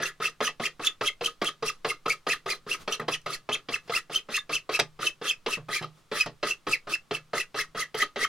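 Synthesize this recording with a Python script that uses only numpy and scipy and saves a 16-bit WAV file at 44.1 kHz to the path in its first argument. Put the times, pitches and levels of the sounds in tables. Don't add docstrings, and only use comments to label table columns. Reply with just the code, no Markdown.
import sys
import numpy as np
from scipy import signal
from scipy.fft import rfft, irfft, next_fast_len
from scipy.io import wavfile
from scipy.ndimage import uniform_filter1d, map_coordinates

SR = 44100
rng = np.random.default_rng(int(sys.argv[2]) if len(sys.argv) > 2 else 0)


def int16_out(signal):
    q = np.round(np.clip(np.atleast_2d(signal).T, -1, 1) * 32767)
    wavfile.write(sys.argv[1], SR, q.astype(np.int16))


def field_ratio(decibels):
    return 10 ** (np.asarray(decibels, dtype=float) / 20)


N = 365148

# (centre [Hz], width [Hz], level [dB])
BLADE_MODES = [(1248, 81, 6), (1693, 15, -1), (2050, 230, -7), (1975, 19, -8.5), (2619, 64, 2),
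               (2738, 28.4, 1.5), (3050, 67, -10.5), (3243, 200, -2), (3570, 110, -11.5), (4040, 106, 3),
               (4466, 110, 0.5), (5014, 80, -0.5), (5120, 400, -4.5), (5976, 320, 0.5), (1886, 35, -12),
               (10600, 1270, 1.5)]
HANDLE_MODES = [(241, 22, -1), (308.3, 18, -1.5), (422, 53, 3.5), (450.5, 51, 0), (588, 33, -5.5),
                (681.5, 23, -0.5), (859.5, 13, -2), (1062, 92, -2), (1210, 14.3, -1.5), (530, 350, -6.5)]
BENCH_MODES = [(125.3, 7.8, 8.2), (154.3, 5.5, 10.4)]
# (centre [Hz], width [Hz], level [dB])
FREE_END_MODES = [(1940, 420, -5)]

# (frequency [Hz], level [dB])
HISS_COLOUR = [(60, -11.5), (150, -3.5), (250, -10.5), (450, -13), (900, -16.5), (1220, -11), (1600, -18),
               (3500, -19), (9000, -27), (16000, -36.5)]
RUMBLE_COLOUR = [(8, 10.5), (15, 2.5), (40, -9), (75, -16), (120, -25.5), (300, -65.5)]
CRACK_COLOUR = [(180, -11), (300, -1.5), (701, -1), (1280, -10.5), (1870, -2.5), (4440, -7.5), (4830, -10),
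                (16000, -53.5)]
FIBRE_COLOUR = [(88, -61), (150, -16), (422, 8), (905, -11.5), (1260, 1.5), (1530, -3), (2310, -14.5),
                (3490, -6.5), (6260, -20.5), (16000, -50.5)]
GRIT_COLOUR = [(500, -62), (2500, 7.5), (6000, 4.5), (10500, -0.5), (13000, -9), (16000, -9)]
TEETH_COLOUR = [(500, 0.83), (1200, 7.5), (2500, 6.6), (5000, 6), (10000, 11.4), (16000, 8.5)]

# (frequency [Hz], t60 [s])
ROOM_DECAY = [(150, 0.14), (1000, 0.14), (4000, 0.11), (12000, 0.13)]
# (frequency [Hz], level [dB])
ROOM_LEVEL = [(150, -0.5), (1000, -10.5), (3000, -1.5), (7000, -1.5), (14000, -15.5)]
# (frequency [Hz], level [dB])
CLOSE_SCATTER = [(300, -22.5), (1500, -34.5), (3000, -4), (5000, -1), (9000, -21.5), (15000, -13.5)]
# (frequency [Hz], share [0-1])
ROOM_LIKENESS = [(200, 0.85), (500, 0.99), (1200, 1), (2500, 0.9), (4000, 0.15)]
# (frequency [Hz], level [dB])
STEREO_LEAN = [(200, -2), (1000, 0.2), (4000, 0), (10000, -3)]

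# (landing [s], knock [dB], fastest after [s], top tooth rate [Hz], tooth tone [dB])
FLICKS = [(0.404, -23.5, 0.064, 3050, -22), (0.597, -28, 0.06, 2666, -18), (.794, -35, 0.068, 3450, -21),
          (1.009, -24, 0.065, 3397, -18.5), (1.209, -25.5, 0.05, 3138, -23), (1.415, -21, 0.058, 3242, -21),
          (1.624, -25, 0.055, 2793, -24), (1.846, -22, 0.051, 2765, -27), (2.058, -25, 0.056, 2442, -18.5),
          (2.876, -22, 0.057, 3064, -24), (3.081, -20.5, .057, 3000, -21),
          (3.26, -24.5, 0.083, 2309, -35.5), (3.489, -25.5, 0.049, 3494, -18.5),
          (3.686, -25, 0.058, 2730, -20.5), (3.895, -26, .078, 2653, -23), (4.286, -36, 0.079, 2715, -21),
          (4.691, -26, 0.064, 2587, -22), (6.87, -32.5, 0.07, 2727, -23.5),
          (7.109, -23.5, 0.044, 2905, -25), (7.943, -25.5, 0.077, 2062, -17),
          (8.159, -24.5, 0.079, 2050, -19)]
SWEEPS = [(0, -26.5, 0.055, 2720, -35.5), (.2, -29.5, 0.059, 2691, -25.5), (2.266, -23, 0.045, 2560, -21.5),
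          (2.459, -28, 0.05, 2446, -24.5), (2.664, -36.5, 0.057, 2858, -23),
          (4.096, -40, 0.066, 3243, -28.5), (4.493, -26.5, 0.058, 3068, -25.5),
          (4.99, -32.5, 0.076, 3050, -25.5), (5.213, -30, 0.085, 3278, -25.5),
          (5.461, -19.5, 0.069, 2831, -22), (5.684, -33.5, 0.084, 2354, -24.5),
          (6.114, -26, .093, 2528, -22.5), (6.428, -20, 0.076, 2823, -34.5),
          (6.667, -26, 0.054, 2558, -29.5), (7.332, -25, 0.069, 2732, -26),
          (7.543, -28, 0.065, 2134, -25.5), (7.747, -36, 0.054, 2104, -33)]
# rise [share of time to fastest], fall [s], bite after fastest [s], bite width [s], overtone_db [dB]
HAND_SHAPES = [
    dict(rise=.82, fall=.031, bite=0.016, width=0.017, overtone_db=-13.5),
    dict(rise=.93, fall=0.06, bite=0.0017, width=0.029, overtone_db=-12.5),
]
# (time [s], scrape [dB], blade lifts after [s])
PRESSURE = [(0, -42, 0.088), (.4, -34.5, 0.053), (.79, -40.5, 0.1), (1.01, -38.5, .068),
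            (1.3, -39.5, 0.092), (2.1, -41.5, 0.082), (2.751, -40.5, 0.1), (3.08, -45, 0.071),
            (3.261, -39, 0.096), (3.69, -43, 0.081), (3.9, -38, 0.076), (4.199, -44, 0.085),
            (4.5, -38.5, 0.065), (5.101, -38.5, 0.09), (5.6, -41, 0.082), (6.1, -37, 0.094),
            (7.101, -39.5, 0.053), (8.0, -38.5, 0.093)]
# (landing [s], dust [dB], thud [dB], free-end ring of the blade [dB])
GRAIN = [(0, 0, -6, 12.5), (0.2, 0.5, 1.5, 10), (0.404, 2.5, 2, 8.5), (0.597, 0, 1.5, 1.5),
         (0.794, 1, 3.5, 6.5), (1.01, 2, 0, 0), (1.209, -1, 0.5, -12), (1.415, -3, 0, -9),
         (1.624, 2.5, 3, -2.5), (1.846, 1, 0, -8), (2.058, 2, 2.5, 4), (2.267, 2.5, 0, 9),
         (2.459, -0.5, 1, -5), (2.664, -2, 2.5, -3), (2.876, 0.5, -4.5, 4), (3.082, 4, 1.5, 7),
         (3.26, -2, -7.5, -3), (3.489, -5, 0.5, -8), (3.686, -0.5, -1.5, 3), (3.895, 5.5, 2, 7.5),
         (4.096, 0, 3, -13.5), (4.286, 7, 0.5, 8), (4.493, -0.5, -2.5, -2), (4.691, 1.5, 2.5, -6.5),
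         (4.99, 0.5, 0, 6), (5.213, 0.5, 1.5, 8), (5.461, 0, -1, 6), (5.685, 4.5, -0.5, 9),
         (6.114, 1.5, -1, 7), (6.428, 0, -1, 6), (6.667, 0.5, 2, 5), (6.87, 2, -3, -3),
         (7.109, -2.5, 0.5, 5.5), (7.332, 4, 0, 9.5), (7.544, 2, -3, 7.5), (7.747, -1.5, 3.5, 9.5),
         (7.943, 4.5, -6, 7.5), (8.159, 1, -4, 7)]
# (landing [s], level [dB])
HUSHED = [(1.01, -1), (1.415, 3), (2.664, -8), (3.081, -9), (3.26, 2), (4.691, -2), (4.99, -2.5),
          (5.213, -3), (5.461, -11), (6.114, -9), (6.667, -8), (7.332, -11), (7.543, -2)]
# (time [s], peak [dB], crack
# [dB], bench [dB], length [ms])
BUMPS = [(0.488, -36.5, 14.5, -27, 26), (2.995, -28, -1, -21, 25), (3.009, -32.5, -16, -14.5, 49),
         (3.262, -49.5, 4, 5.5, 34), (3.492, -50, -2.5, 8.5, 17), (7.111, -49.5, -9.5, 8.5, 16),
         (6.67, -45.5, -2, 3, 29), (3.876, -52, 16, -27.5, 69), (4.79, -23, 11, -16, 35),
         (4.797, -19.5, 21.5, -26.5, 13.2), (5.572, -40.5, -14, 0.5, 56), (5.811, -33, -8, -5.5, 35),
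         (5.823, -34.5, 9.5, -10.5, 50), (5.834, -47, 12, -22, 34), (6.259, -31, 9, -12.5, 38),
         (8.021, -35.5, 15.5, -31, 41), (8.246, -50.5, 14.5, -29, 23)]
# (time [s], level over the hiss [dB])
BRUSHES = [
    (2.817, 17),
    (3.87, 5.5),
    (5.985, 4.5),
]
# (time [s], peak [dB])
SPLINTERS = [(0.0243, -23.5), (0.8355, -30.5), (0.8476, -21), (0.8682, -27), (1.0385, -32.5), (1.247, -18),
             (1.4456, -23.5), (1.6636, -22), (2.0977, -19.5), (2.297, -28), (2.5017, -20), (2.9233, -23.5),
             (3.2161, -46), (3.5337, -25), (3.7294, -27.5), (4.131, -28), (4.15, -18.5), (4.367, -15),
             (4.529, -26), (4.5436, -24.5), (5.025, -29), (6.2078, -18)]

# (time [s], pitch [Hz], level [dB])
CATCHES = [(0.033, 1690, -24), (0.255, 2630, -24), (.47, 3040, -28), (0.657, 2430, -25.5),
           (.873, 3430, -16.5), (1.075, 3180, -25), (1.261, 3060, -22), (2.104, 2240, -23),
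           (2.118, 2300, -29), (2.334, 1850, -22.5), (2.514, 2390, -23), (2.716, 2694, -23.5),
           (3.528, 3115, -30), (3.744, 2660, -21), (3.965, 2736, -22.5), (4.162, 3094, -17.5),
           (4.555, 3030, -23.5), (4.751, 2625, -24), (5.072, 2670, -22.5), (5.311, 2586, -22),
           (5.536, 2710, -26), (6.211, 2533, -18), (6.511, 2670, -24), (6.736, 2565, -18.5),
           (6.938, 2670, -21), (6.946, 2770, -30.5), (7.382, 2023, -24), (7.401, 2580, -24.5),
           (7.598, 2070, -29.5), (8.024, 1990, -36.5), (8.248, 3140, -27.5)]
# (time [s], pitch
# [Hz], level [dB])
SIDE_SNAGS = [(0.036, 5860, -29.5), (.224, 1320, -27.5), (.28, 1280, -38.5), (0.457, 6000, -32),
              (.48, 1180, -28.5), (1.26, 6270, -31.5), (1.284, 1260, -37.5), (1.443, 1380, -29),
              (1.49, 1244, -37), (1.673, 5500, -30), (1.701, 1260, -34.5), (1.906, 2130, -25),
              (1.918, 1250, -33), (2.083, 1330, -23), (2.14, 1270, -37.5), (2.51, 4740, -32.5),
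              (2.522, 4170, -29), (2.926, 5920, -29.5), (3.305, 1250, -34.5), (4.345, 2620, -26),
              (4.366, 6535, -30.5), (4.38, 1175, -31.5), (5.031, 1320, -25.5), (5.293, 6486, -29),
              (6.473, 1238, -29), (7.151, 2660, -27.5), (8.023, 3176, -24), (8.029, 1243, -24),
              (8.216, 1890, -24), (8.25, 1240, -24), (6.745, 2225, -23), (6.756, 1970, -29.5), (6.92, 1280, -35),
              (7.409, 1970, -29.5), (7.61, 2140, -31.5), (4.802, 8240, -31.5), (6.216, 3000, -27.5),
              (1.078, 2700, -30.5), (3.148, 1930, -32.5),
              (0.059, 2650, -30.5), (0.254, 2500, -32.5), (0.427, 1260, -38.5), (0.478, 1870, -26.5),
         (0.639, 1970, -27.5), (0.659, 2530, -28), (1.036, 1330, -30), (1.087, 2148, -25),
         (1.27, 2650, -30), (1.424, 2100, -35), (1.465, 3170, -38), (1.68, 2730, -30.5), (1.902, 2620, -31),
         (2.061, 1240, -31.5), (2.097, 1375, -30), (2.118, 2390, -30), (2.272, 1210, -29.5),
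         (2.485, 1294, -33.5), (2.501, 2360, -31), (2.881, 1250, -33), (2.927, 2982, -24.5),
         (3.001, 1320, -39), (3.266, 1258, -30.5), (3.924, 1310, -32.5), (3.94, 2080, -24.5),
         (3.952, 2554, -25.5), (3.976, 1870, -27.5), (4.373, 1800, -27), (4.545, 5170, -32.5),
         (4.566, 2650, -25.5), (4.741, 2570, -28.5), (4.8, 4785, -30.5), (5.288, 3350, -35),
         (5.298, 3120, -25), (5.487, 1000, -27.5), (5.554, 2742, -32), (5.731, 2064, -28.5),
         (5.746, 2337, -33), (6.173, 1234, -36), (6.19, 2115, -32), (6.52, 2660, -31), (6.532, 2750, -38),
         (6.673, 1289, -35.5), (6.714, 1294, -36), (7.371, 1251, -32.5), (7.582, 1183, -33),
         (7.591, 1718, -25.5), (7.824, 2053, -29), (7.831, 1940, -27.5), (8.224, 1926, -32),
         (3.001, 1920, -31), (6.73, 2620, -25), (3.35, 1970, -37), (3.335, 4600, -35), (3.127, 5770, -34.5),
         (3.125, 2660, -30.5), (4.39, 3600, -31), (5.845, 1250, -35), (.865, 6900, -30.5),
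         (4.552, 6638, -34.5), (5.69, 1240, -35.5), (5.77, 2330, -24), (3.34, 4280, -34.5),
              (0.06, 2730, -29.5), (0.428, 1248, -30.5), (0.661, 3143, -31), (1.076, 3270, -29),
           (1.233, 478, -30), (1.424, 2160, -36), (1.425, 1150, -29), (1.688, 2670, -32.5),
           (1.871, 474.6, -29), (1.891, 2710, -33.5), (2.292, 473, -27), (2.31, 2620, -27),
           (2.323, 2080, -27), (2.341, 1248, -32), (2.464, 1162, -35), (2.508, 4870, -29),
           (3.001, 1248, -36), (3.084, 3100, -32), (3.096, 1033, -31), (3.543, 3160, -29),
           (3.975, 1335, -31), (4.36, 2650, -32), (4.529, 1248, -36), (4.536, 2624, -29.5),
           (4.799, 1981, -21), (4.799, 3660, -25), (5.071, 3057, -21.5), (6.126, 430, -31),
           (6.173, 1248, -37), (6.21, 4823, -36), (6.695, 1248, -36.5), (7.344, 1194, -40),
           (7.801, 1248, -35), (7.951, 430, -25), (8.024, 4005, -33.5), (8.194, 1248, -36)]

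HISS_DB, BRUSH_S = -64.5, 0.024
SWING_DB, SWING_S, SWING_LATE_S = -50, 0.022, 0.002
FIRM_DB = -25.5
CRACK_DB, CRACK_GROWS, CRACK_MOST_DB = 4, 1.1, 5
BENCH_DB, BENCH_GROWS, RATTLE_MS = -48, 0.18, 36.8
SNAP_DB, SNAP_S = 13, 0.04
EARLY_BITE = 1.59
TICK_DB, TICK_S = -9, 0.02
OCTAVE_DB, SPLINTER_DB = -16, -19
RINGS_ON = 1.53
SLIDE = 8.5


def unit(x):
    return x / np.sqrt(np.mean(x ** 2) + 1e-20)


def along(points, hz):
    f, v = np.transpose(points)
    return np.interp(np.log(hz + 1), np.log(f + 1), v)


def wobble(rate):
    knots = rng.standard_normal(int(N * rate / SR) + 4)
    return map_coordinates(knots, [np.arange(N) * rate / SR])


def bell(t, width):
    return np.exp(-0.5 * (t / width) ** 2)


def filtered(x, response):
    m = 2 * next_fast_len(N // 2 + SR // 4)
    return irfft(rfft(x, m) * response(np.fft.rfftfreq(m, 1 / SR)), m)[..., :N]


def causal(points):
    def response(hz):
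        c = irfft(np.log(field_ratio(np.maximum(along(points, hz), -90))))
        c[1:len(hz) - 1] *= 2
        c[len(hz):] = 0
        return np.exp(rfft(c))
    return response


def modes(table, between):
    def response(f):
        return between + sum(field_ratio(db) * 1j * f * w / (c * c - f * f + 1j * f * w) for c, w, db in table)
    return response


def since(table):
    rows, t = np.array(table), np.arange(N) / SR
    latest = np.maximum(np.searchsorted(rows[:, 0], t, "right") - 1, 0)
    row = rows[latest]
    return (t - row[:, 0], *row[:, 1:].T)


def patchy(x, depth_db):
    z = signal.stft(x, nperseg=256)[2]
    field = rng.standard_normal(z.shape[1:])
    for axis in (0, 1):
        field = uniform_filter1d(field, size=4, axis=axis)
    gain_db = depth_db * unit(field) - depth_db ** 2 / 9
    return signal.istft(z * field_ratio(gain_db), nperseg=256)[1][:, :N]


def strokes():
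    s, scrape_db, lift = np.transpose(PRESSURE)
    out = []
    for rows, hand in zip((FLICKS, SWEEPS), HAND_SHAPES):
        for row in rows:
            landing, crest = row[0], row[2]
            motion = (hand["rise"] * crest, hand["fall"], crest + hand["bite"], hand["width"])
            lean = (np.interp(landing, s, scrape_db), np.interp(landing, s, lift))
            out.append((*row, *motion, hand["overtone_db"], *lean))
    return sorted(out)


def air():
    clock = np.arange(N) / SR
    hiss_db = HISS_DB + sum(db * bell(clock - s, BRUSH_S) for s, db in BRUSHES)
    n = rng.standard_normal((5, N))
    hiss = unit(filtered(n[:2] + 1.53 * n[2], lambda hz: field_ratio(along(HISS_COLOUR, hz))))
    rumble = unit(filtered(n[3] + 0.18 * n[[4, 0]], lambda hz: field_ratio(along(RUMBLE_COLOUR, hz))))
    t, crest = since([(row[0], row[2]) for row in strokes()])
    puff_db = 7 * bell(t - crest, 0.025) + 3 * wobble(9)
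    swing = -field_ratio(SWING_DB) * bell(t - crest - SWING_LATE_S, SWING_S)
    swing = filtered(swing, lambda hz: 1j * hz / (6 + 1j * hz))
    return swing + field_ratio(hiss_db) * hiss + field_ratio(puff_db - 61.0) * rumble


def knocks():
    crack, blow, shake = np.zeros((3, N + SR))
    t = np.arange(SR // 8) / SR
    landings = []
    for s, db, *_ in strokes():
        harder = db - FIRM_DB
        crack_db = min(CRACK_DB + CRACK_GROWS * harder, CRACK_MOST_DB)
        landings.append((s, db, crack_db, BENCH_DB + BENCH_GROWS * harder - db, RATTLE_MS))
    for k, (s, db, crack_db, bench_db, ms) in enumerate(landings + BUMPS):
        decay = field_ratio(-4e4 * t / ms) + 0.53 * field_ratio(-1.7e4 * t / ms)
        onset = 1 - np.exp(-t / [[0.0017], [0.003]])
        rattle = rng.standard_normal((2, len(t))) * decay * onset
        at = slice(round(s * SR), round(s * SR) + len(t))
        if k < len(landings):
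            hit = uniform_filter1d(rattle[0], size=3)
            thud_db = GRAIN[k][2]
        else:
            hit = rattle[0] + field_ratio(SNAP_DB - 60 * t / SNAP_S) * np.diff(rattle[0], n=2, prepend=[0, 0])
            thud_db = 0
        crack[at] += field_ratio(db + crack_db - 2.0) * hit
        power = np.abs(rfft(rattle[1])) ** 2
        even = np.sqrt(power.mean() / power[45:62].mean())
        blow[at] += field_ratio(db + thud_db + 12.5) * even * rattle[1]
        shake[at] += field_ratio(db + bench_db + 27.0) * field_ratio(-60 * t / 0.006) * (1 + 0.5 * rattle[1])
    handle = filtered(blow[:N], lambda hz: modes(HANDLE_MODES, 0)(hz) / (1 + 1j * hz / 4500) ** 2)
    bench = filtered(shake[:N], modes(BENCH_MODES, 0))
    return filtered(crack[:N], causal(CRACK_COLOUR)), handle + bench


def filing():
    (t, _, crest, top_hz, tone_db, rise, fall, bite, width,
     overtone_db, scrape_db, lift) = since(strokes())
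    speeding_up = t < crest
    speed = np.cos(np.pi / 2 * np.clip((t - crest) / np.where(speeding_up, rise, fall), -1, 1))
    jostle = 1 + 0.018 * wobble(220) + 0.075 * wobble(1500)
    phase = 2 * np.pi * np.cumsum(top_hz * speed * jostle) / SR

    def grip():
        return field_ratio(6.3 * np.tanh(wobble(210)) - 2)

    upper = grip() * np.sin(2 * phase) + 0.57 * grip() * np.sin(3 * phase)
    upper = field_ratio(overtone_db - 1.0) * upper
    press = bell(t - bite, width * np.where(t < bite, EARLY_BITE, 0.9))
    press = press * speed ** np.where(speeding_up, 1.2, 2.2)
    landing = np.arange(N) / SR - t
    hush_db = sum(db * (np.abs(landing - s) < 0.002) for s, db in HUSHED)
    hush_db = hush_db * np.clip((crest - t) / 0.012, 0, 1)
    tone = field_ratio(tone_db + hush_db - 12.5) * press * (grip() * np.sin(phase) + upper)

    lifting = field_ratio(-60 * np.maximum(t - lift + 0.012, 0) / 0.17)
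    contact = field_ratio(scrape_db) * (1 - np.exp(-t / 0.02)) * lifting
    _, dust_db, _, free_end_db = since(GRAIN)
    fibres = field_ratio(1.1 * wobble(65) + 1.3 * wobble(900)) * rng.standard_normal(N)
    fibres = field_ratio(3.0 - 60 * t / 0.96) * unit(filtered(fibres, causal(FIBRE_COLOUR)))
    fibres = fibres + field_ratio(1.76 * free_end_db) * filtered(fibres, modes(FREE_END_MODES, 0))
    dust = rng.standard_normal((3, N))
    dust = field_ratio(1.5 * wobble(80) + 2 * wobble(1100)) * (dust[:2] + 0.7 * dust[2])
    spit = np.where(speeding_up, 0.08, 0.24) + speed ** 1.13 + 0.58 * press
    grit = field_ratio(dust_db - 1.5) * spit * unit(filtered(dust, causal(GRIT_COLOUR)))
    scrape = contact * (patchy(fibres[None], depth_db=3.0) + patchy(grit, depth_db=3.6))
    return filtered(tone, causal(TEETH_COLOUR)) + scrape


def splinters():
    out, t = np.zeros(N + SR), np.arange(900) / SR
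    for (s, db), noise in zip(SPLINTERS, rng.standard_normal((len(SPLINTERS), len(t)))):
        out[round(s * SR):][:len(t)] += field_ratio(db + TICK_DB - 60 * t / TICK_S) * noise
    return filtered(out[:N], causal(GRIT_COLOUR))


def catches():
    out, t = np.zeros(N + SR), np.arange(-600, 600) / SR
    rows = CATCHES + SIDE_SNAGS
    crests = np.array([row[0] + row[2] for row in strokes()])
    for (s, hz, db), (a, b) in zip(rows, rng.standard_normal((len(rows), 2))):
        late = s - crests[np.argmin(np.abs(s - crests))]
        slide = 3.5 * b - SLIDE * np.tanh(late / 0.017)
        phase = 2 * np.pi * hz * (t + slide * t * t)
        length = 0.0021 * np.where(t > 0, RINGS_ON, 1) * field_ratio(2.9 * np.tanh(a))
        song = np.sin(phase) + field_ratio(OCTAVE_DB) * np.sin(2 * phase)
        crackle = field_ratio(SPLINTER_DB) * rng.standard_normal(len(t))
        out[round(s * SR):][:len(t)] += field_ratio(db + 0.53) * bell(t, length) * (song + crackle)
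    return out[600:N + 600]


def room(x):
    out, hop = np.zeros((2, N + SR)), SR // 5
    for i in range(0, N, hop):
        hz, t, z = signal.stft(rng.standard_normal((2, hop)), SR, nperseg=128)
        alike = np.clip(along(ROOM_LIKENESS, hz), 0, 1)[:, None]
        z[1] = alike * z[0] + np.sqrt(1 - alike ** 2) * z[1]
        close = field_ratio(along(CLOSE_SCATTER, hz)[:, None] - 5.5 - 60 * t / 0.017)
        far = field_ratio(along(ROOM_LEVEL, hz)[:, None] - 60 * t / along(ROOM_DECAY, hz)[:, None])
        tail = signal.istft(z * (close + far), SR, nperseg=128)[1]
        wet = signal.fftconvolve(x[None, i:i + hop], tail / 28, axes=1)
        out[:, i + 8:][:, :wet.shape[1]] += wet
    return out[:, :N]


def scene():
    crack, wood = knocks()
    cut = filing() + splinters() + catches()
    near = filtered(cut + crack, modes(BLADE_MODES, 0.84)) + wood
    lag = 1.1 / SR

    def ears(hz):
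        lean = field_ratio(np.outer([0.5, -0.5], along(STEREO_LEAN, hz)))
        return lean * np.exp(-1j * np.pi * np.outer([1, -1], hz * lag))

    def low_cut(hz):
        return (1j * hz / (125 + 1j * hz)) ** 3

    near = filtered(near, lambda hz: low_cut(hz) * ears(hz))
    return near + room(near.mean(0)) + air()


def band_limit(x):
    return signal.sosfilt(signal.butter(12, 17000, fs=SR, output="sos"), x)


def record(dry):
    top_hz = 15900
    loudness = uniform_filter1d(np.abs(dry).max(0), size=300)
    hard = np.clip(25 * (loudness - 0.125), 0, 1)
    top = 0.2 * hard * filtered(dry, lambda hz: hz >= top_hz)
    mix = filtered(dry, lambda hz: hz < top_hz) + top
    return band_limit(mix)


dry = scene()
out = record(dry)
int16_out(out)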